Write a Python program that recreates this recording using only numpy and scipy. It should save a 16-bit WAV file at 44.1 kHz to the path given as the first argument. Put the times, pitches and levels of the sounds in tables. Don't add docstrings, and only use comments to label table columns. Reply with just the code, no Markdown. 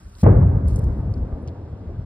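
import sys
import numpy as np
from scipy import signal
from scipy.fft import rfft, irfft, next_fast_len
from scipy.io import wavfile
from scipy.ndimage import uniform_filter1d

SR = 44100
rng = np.random.default_rng(int(sys.argv[2]) if len(sys.argv) > 2 else 0)


def digitize_waveform(pressure):
    field = np.atleast_2d(pressure).T
    bounded = np.clip(field, -1, 1)
    quanta = np.round(bounded * 32767).astype(np.int16)
    wavfile.write(sys.argv[1], SR, quanta)


def invert_db(x):
    u = np.asarray(x, float) / 20
    return 10 ** u


N = 90404
T = np.arange(N) / SR
LOWS = np.geomspace(24, 420, 11)
MIDS = np.geomspace(140, 3600, 13)
HIGHS = np.geomspace(1800, 16500, 10)


def rms_one(x):
    return x / np.sqrt(np.mean(x ** 2) + 1e-20)


def at_hz(points, hz):
    table_hz, value = np.transpose(points)
    return np.interp(np.log(hz), np.log(table_hz), value)


def over_time(points):
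    return invert_db(np.interp(T, *np.transpose(points)))


def cut(x, hz, kind, order=2):
    return signal.sosfilt(signal.butter(order, hz, kind, fs=SR, output="sos"), x)


def drift(rate_hz):
    pole = np.exp(-80 * np.pi * rate_hz / SR)
    noise = rng.standard_normal(N // 40 + 2002)
    slow = signal.lfilter([1], [1, -2 * pole, pole * pole], noise)[2000:]
    return np.interp(np.arange(N) / 40, np.arange(len(slow)), rms_one(slow))


def swarm(per_s, spread_db):
    size_db = spread_db * np.minimum(rng.exponential(1, (4, N)), 5)
    size = invert_db(size_db) * rng.choice([-1, 1], (4, N))
    arrives = rng.random((4, N)) < per_s / SR
    return rms_one(size * (arrives + 1e-9)).reshape(2, 2, N)


def banded(source, spectrum, patchy_db, edges, tilt_db=0):
    out, power = 0, 0
    together = drift(2.5)
    for k, (low_hz, high_hz) in enumerate(zip(edges, edges[1:])):
        hz = np.sqrt(low_hz * high_hz)
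        flicker_db = patchy_db * (0.6 * together + drift(20))
        band = invert_db(at_hz(spectrum, hz) + flicker_db) * cut(source[k % 2], [low_hz, high_hz], "band")
        out = out + band * invert_db(tilt_db * np.log2(hz / 500))
        power = power + np.mean(band ** 2)
    return out / np.sqrt(power)


# (frequency [Hz], density [dB per Hz])
HUM_SPECTRUM = [(25, -15), (50, 2.5), (103, -5), (346, -23.5), (1400, -30), (2200, -43.5), (3000, -51)]


def hum():
    edges = np.append(LOWS[:6], MIDS[1:])
    return invert_db(-46) * banded(rng.standard_normal((2, 2, N)), HUM_SPECTRUM, 1.8, edges)


# (time [s], level [dB])
RUB = [(0, -67.5), (.17, -65.5), (.215, -51), (.235, -66.5), (.3, -79), (.667, -81.5), (.679, -53.5),
       (.695, -58.5), (.712, -61), (.8, -70), (.87, -72.5), (1.1, -80), (1.16, -73.5), (1.22, -83),
       (1.47, -86), (1.49, -80), (1.53, -89), (2.05, -94)]
# (frequency [Hz], density [dB per Hz])
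CLOTH = [(2600, -8), (4600, -1), (6000, 2.5), (8000, -6.5), (10500, -2.5), (12500, -13), (14000, -10),
         (16000, -13.5)]
# (frequency [Hz], density [dB per Hz])
AIR = [(1800, -2), (2700, 5), (4000, 2.5), (5200, 1.5), (6500, -4), (9500, -14.5), (11500, -10),
       (16000, -33.5)]
AIR_DB, HISS_CUT_HZ = -72, 9500
GRAINS_PER_S, GRAIN_SPREAD_DB = 4900, 3.5


def rustle():
    grains = banded(swarm(GRAINS_PER_S, GRAIN_SPREAD_DB), CLOTH, 1.3, HIGHS)
    hiss = banded(rng.standard_normal((2, 2, N)), AIR, 0.6, HIGHS)
    return invert_db(0.5) * over_time(RUB) * grains + invert_db(AIR_DB) * cut(hiss, HISS_CUT_HZ, "low", order=4)


# (time [s], peak level [dB], low edge [Hz], high edge [Hz])
TICKS = [(.153, -48.5, 3520, 4580), (0.185, -47, 3000, 15100), (0.211, -54, 4300, 5200),
         (0.22, -45, 3500, 15500), (0.685, -38, 8500, 11300), (0.69, -56.5, 4000, 10600),
         (0.7606, -33, 5300, 11500), (.739, -63, 7000, 11500), (.781, -51, 6500, 11000),
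         (.333, -63.5, 7500, 8420), (.948, -63, 3100, 4200), (0.764, -37.5, 5600, 9900),
         (.770, -42, 6500, 12000), (0.789, -39, 5500, 14500), (0.793, -37.5, 5800, 12700),
         (.8225, -50, 8000, 15000), (0.843, -41, 4400, 15300), (0.981, -54.5, 7000, 15860),
         (1.14, -49.5, 4300, 5630), (1.1388, -55.5, 6500, 11100), (1.145, -56, 3050, 5600),
         (1.181, -58.5, 3640, 5500), (1.474, -56, 2450, 3600), (1.4774, -45, 4850, 6600),
         (1.484, -46, 2500, 4600), (1.492, -52, 2500, 5000)]
TICK_DECAY_S, SNAP = 0.0014, 8.8


def ticks():
    out = np.zeros((2, N + SR))
    noise = rng.standard_normal((len(TICKS), 2, 600))
    noise[:, 0, 0] = SNAP
    for (s, db, low_hz, high_hz), burst in zip(TICKS, noise):
        snap = cut(burst * np.exp(-T[:600] / TICK_DECAY_S), [low_hz, high_hz], "band")
        start = int(s * SR) - 20
        out[:, start:start + 600] += invert_db(db) * snap / np.abs(snap).max()
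    return out[:, :N]


def evened(x):
    window_s, share = 0.42, 0.95
    power = uniform_filter1d(x[0] ** 2, size=int(window_s * SR)) + 1e-3
    return x / power ** (share / 2)


# (time [s], level [dB])
BOOM = [(0.235, -15.5), (.3, -17.5), (0.4, -17), (0.5, -19), (.58, -28.5), (0.65, -20.5), (0.8, -24.5),
        (.95, -25.5), (1.05, -27), (1.15, -30), (1.25, -27), (1.4, -33), (1.58, -36), (1.75, -38),
        (1.95, -32), (2.05, -36.5)]
# (frequency [Hz], density [dB per Hz])
RUMBLE = [(25, -20.5), (40, -12.5), (56, -0.5), (95, 2.5), (150, -9), (220, -12), (300, -23), (400, -29.5)]
# (time [s], level [dB], brightness [dB per octave])
ROAR = [
    (0.235, -23, -1.5),
    (0.253, -24.5, 3.5),
    (0.267, -17, 1.5),
    (0.362, -29, 0),
    (0.596, -38, 1),
    (0.99, -39.5, -1),
    (1.876, -49.5, 0.5),
    (1.885, -45.5, -2.5),
    (2.05, -48.5, 1.5),
]
# (frequency [Hz], density [dB per Hz])
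SCATTER = [(150, -12), (250, 2), (500, -1.5), (800, -10), (1300, -21.5), (2000, -40), (2800, -48.5),
           (3600, -66)]
FRONT_S, RISE_S = 0.2275, 0.0069
BOOM_TRIM_DB, ROAR_TRIM_DB = -1.83, 0.5
ROLL_CUT_HZ = 2300


def roll():
    boom = evened(banded(swarm(2500, 1.5), RUMBLE, -0.2, LOWS))
    boom = invert_db(BOOM_TRIM_DB) * over_time(BOOM) * boom
    s, db, tilt = np.transpose(ROAR)
    roar = banded(swarm(3000, 1.99), SCATTER, 1.6, MIDS, np.interp(T, s, tilt))
    roar = invert_db(np.interp(T, s, db) + ROAR_TRIM_DB) * roar
    gate = np.clip((T - FRONT_S) / RISE_S, 0, 1) ** 2
    return cut(gate * (boom + roar), ROLL_CUT_HZ, "low", order=4)


# (time [s], peak level [dB], pulse length [ms], polarity
ECHOES = [(0.2349, 0.3, 7.4, -1), (0.2477, -2.5, 11, -1), (0.2694, -1.5, 10, -1), (0.2812, -10.5, 7.2, 1),
          (0.293, -6, 8.7, 1), (0.3033, -1.5, 7.6, 1), (0.3125, -3.5, 9.6, 1), (0.3319, -13, 14, 1),
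          (0.3503, -6, 10.1, 1), (0.3671, -3, 13.1, 1), (0.3928, -7, 7.3, 1), (0.4151, -8, 8.6, 1),
          (0.4239, -4.5, 12, 1), (0.4356, -4.5, 9.3, 1), (0.466, -6.5, 11.0, 1), (0.4747, -10.5, 11, 1),
          (0.4987, -11, 11.0, 1), (0.5351, -9.0, 10, 1), (0.5524, -12, 10.1, 1), (0.5714, -8.6, 9.3, 1),
          (0.6716, -12, 13, 1), (0.7013, -21, 25, 1), (0.7125, -17, 17.0, 1), (0.7263, -8.5, 14, 1),
          (0.7449, -14.2, 14, 1), (0.7909, -13, 8.5, 1), (0.8348, -11.5, 12.0, 1), (0.849, -17.5, 12.0, 1),
          (0.8659, -12.5, 15.6, 1), (0.8812, -14.5, 13, 1), (0.9023, -14, 16, 1), (0.9143, -22.5, 15, 1),
          (0.9319, -16, 12.0, 1), (0.9659, -21, 8.1, 1), (0.9949, -17, 16, 1), (1.0053, -16.5, 9.3, 1),
          (1.0862, -18.5, 8.5, 1), (1.1152, -14.5, 12, 1), (1.1474, -20, 15, 1), (1.1798, -18.5, 15, 1),
          (1.1929, -17, 23, 1), (1.227, -19.5, 18, 1), (1.3327, -20.5, 25, 1), (1.3868, -31.5, 8.1, 1),
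          (1.4769, -26, 10.1, 1), (1.6364, -25.5, 11.0, 1), (1.7333, -19, 11, 1), (1.8734, -23.5, 16.4, 1),
          (1.9298, -27, 43, 1), (1.9944, -18.5, 11.0, 1),
          (0.242, -8.5, 4.8, 1), (0.2654, -3, 1.6, 1), (.2735, -6.5, 8.3, 1), (0.2801, -7, 5.5, 1),
         (0.3201, -13, 4.5, 1), (0.3305, -10, 6.5, 1), (.381, -18, 6.2, 1), (.402, -12.5, 4.3, 1),
         (.448, -14.5, 6.6, 1), (0.481, -15.5, 6.2, 1), (.608, -18.5, 4.4, 1), (0.686, -21, 12, 1),
         (1.03, -24, 10, 1), (1.048, -23, 5, 1), (1.059, -23.5, 9.9, 1)]
ECHO_CUT_HZ, ECHO_TRIM_DB = 1100, 0.5
CRACK_DB, CRACK_FADE_DB_PER_S, CRACK_S = -30, 50, 0.0067
CRACK_LOW_HZ, CRACK_HIGH_HZ = 420, 840


def echoes():
    pulses, crack = np.zeros(N), np.zeros(N)
    for s, db, ms, polarity in ECHOES:
        u = (T - s) / (ms / 4000)
        pulses += polarity * invert_db(db + ECHO_TRIM_DB) * (1 - u * u) * np.exp(-u * u / 2)
        late = np.maximum(T - s + ms / 2500, 0) / CRACK_S
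        crack_db = db + CRACK_DB - CRACK_FADE_DB_PER_S * (s - FRONT_S)
        crack += invert_db(crack_db) * np.tanh(8 * late) * np.exp(-late)
    rough = cut(rng.standard_normal((2, N)), [CRACK_LOW_HZ, CRACK_HIGH_HZ], "band", order=1)
    rough = rms_one(cut(rough, 2000, "low", order=3))
    return cut(pulses, ECHO_CUT_HZ, "low") * [[1], [0]] + crack * rough


# (time [s], level [dB])
BUZZ = [
    (.235, -100),
    (.245, -72),
    (.45, -77),
    (.58, -82.5),
    (.62, -100),
    (1.41, -100),
    (1.425, -76),
    (1.47, -95),
    (1.49, -100),
]


def buzz():
    sizzle = cut(rng.standard_normal(N), [9400, 9900], "band", order=3)
    return over_time(BUZZ) * rms_one(sizzle)


SHOCK_S, SHOCK_DB = 0.2366, -20


def shock():
    edge = np.zeros(N)
    edge[int(SHOCK_S * SR)] = 1
    return invert_db(SHOCK_DB) * cut(edge, [1500, 7000], "band", order=1)


# (frequency [Hz], likeness [0-1])
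LIKENESS = [(130, .98), (290, .97), (640, 0.8), (1000, .45), (1700, .6), (4200, .3), (6000, .97),
            (12000, 0.98)]
# (frequency [Hz], lead [rad])
LEAD = [(200, -.05), (430, -1), (700, -1.8), (1800, -.1), (3000, 2), (5000, 1.8), (6200, 3.14),
        (15600, 12.57)]
# (frequency [Hz], difference [dB])
BALANCE = [(60, .6), (130, .6), (380, 2), (700, .8), (1100, -5.5), (2400, 2.5), (4400, -1), (9000, 1)]
LEFT_DB = 1.4
TURN_S, TURN_LENGTH_S = 0.6, 0.46
FACING_SHARE, FACING_HZ = 0.48, 2160


def ports(shared, unshared):
    size = next_fast_len(N + 4096)
    hz = np.maximum(np.arange(size // 2 + 1) * SR / size, 1)
    side = np.array([[0.5], [-0.5]])
    shared, unshared = rfft(shared, size), rfft(unshared, size)
    poses = []
    for share in (1, FACING_SHARE):
        skew = 1 - (1 - share) / (1 + (hz / FACING_HZ) ** 6)
        unlike = skew * np.clip(1 - at_hz(LIKENESS, hz), 0, 1)
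        lead = skew * np.interp(hz, *np.transpose(LEAD))
        balance_db = LEFT_DB + skew * (at_hz(BALANCE, hz) - LEFT_DB)
        pair = np.sqrt(1 - unlike / 2) * shared + 2 * side * np.sqrt(unlike / 2) * unshared
        pair = pair * invert_db(side * balance_db) * np.exp(1j * side * lead)
        poses.append(irfft(pair, size)[:, :N] * np.sqrt(2))
    turned = np.clip((T - TURN_S) / TURN_LENGTH_S, 0, 1)
    return (1 - turned) * poses[0] + turned * poses[1]


def scene():
    grit = ticks()
    airborne = hum() + rustle() + invert_db(4.0) * grit + roll() + echoes() / np.sqrt(2)
    shared, unshared = np.pad(airborne, ((0, 0), (0, 2000)), "reflect")
    through_casing = invert_db(-8.5) * grit[0]
    return ports(shared, unshared) + buzz() + shock() + through_casing


def roll_off(x):
    return signal.sosfilt(signal.butter(12, 16500, fs=SR, output="sos"), x)


def record(dry):
    top, fade_s = 1.05, 0.005
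    x = top * np.tanh(cut(dry, 35, "high", order=3) / top)
    x = x * np.clip((T[-1] - T) / fade_s, 0, 1)
    mix = signal.sosfilt(signal.cheby2(12, 70, 16600, fs=SR, output="sos"), x)
    return roll_off(mix)


dry = scene()
out = record(dry)
digitize_waveform(out)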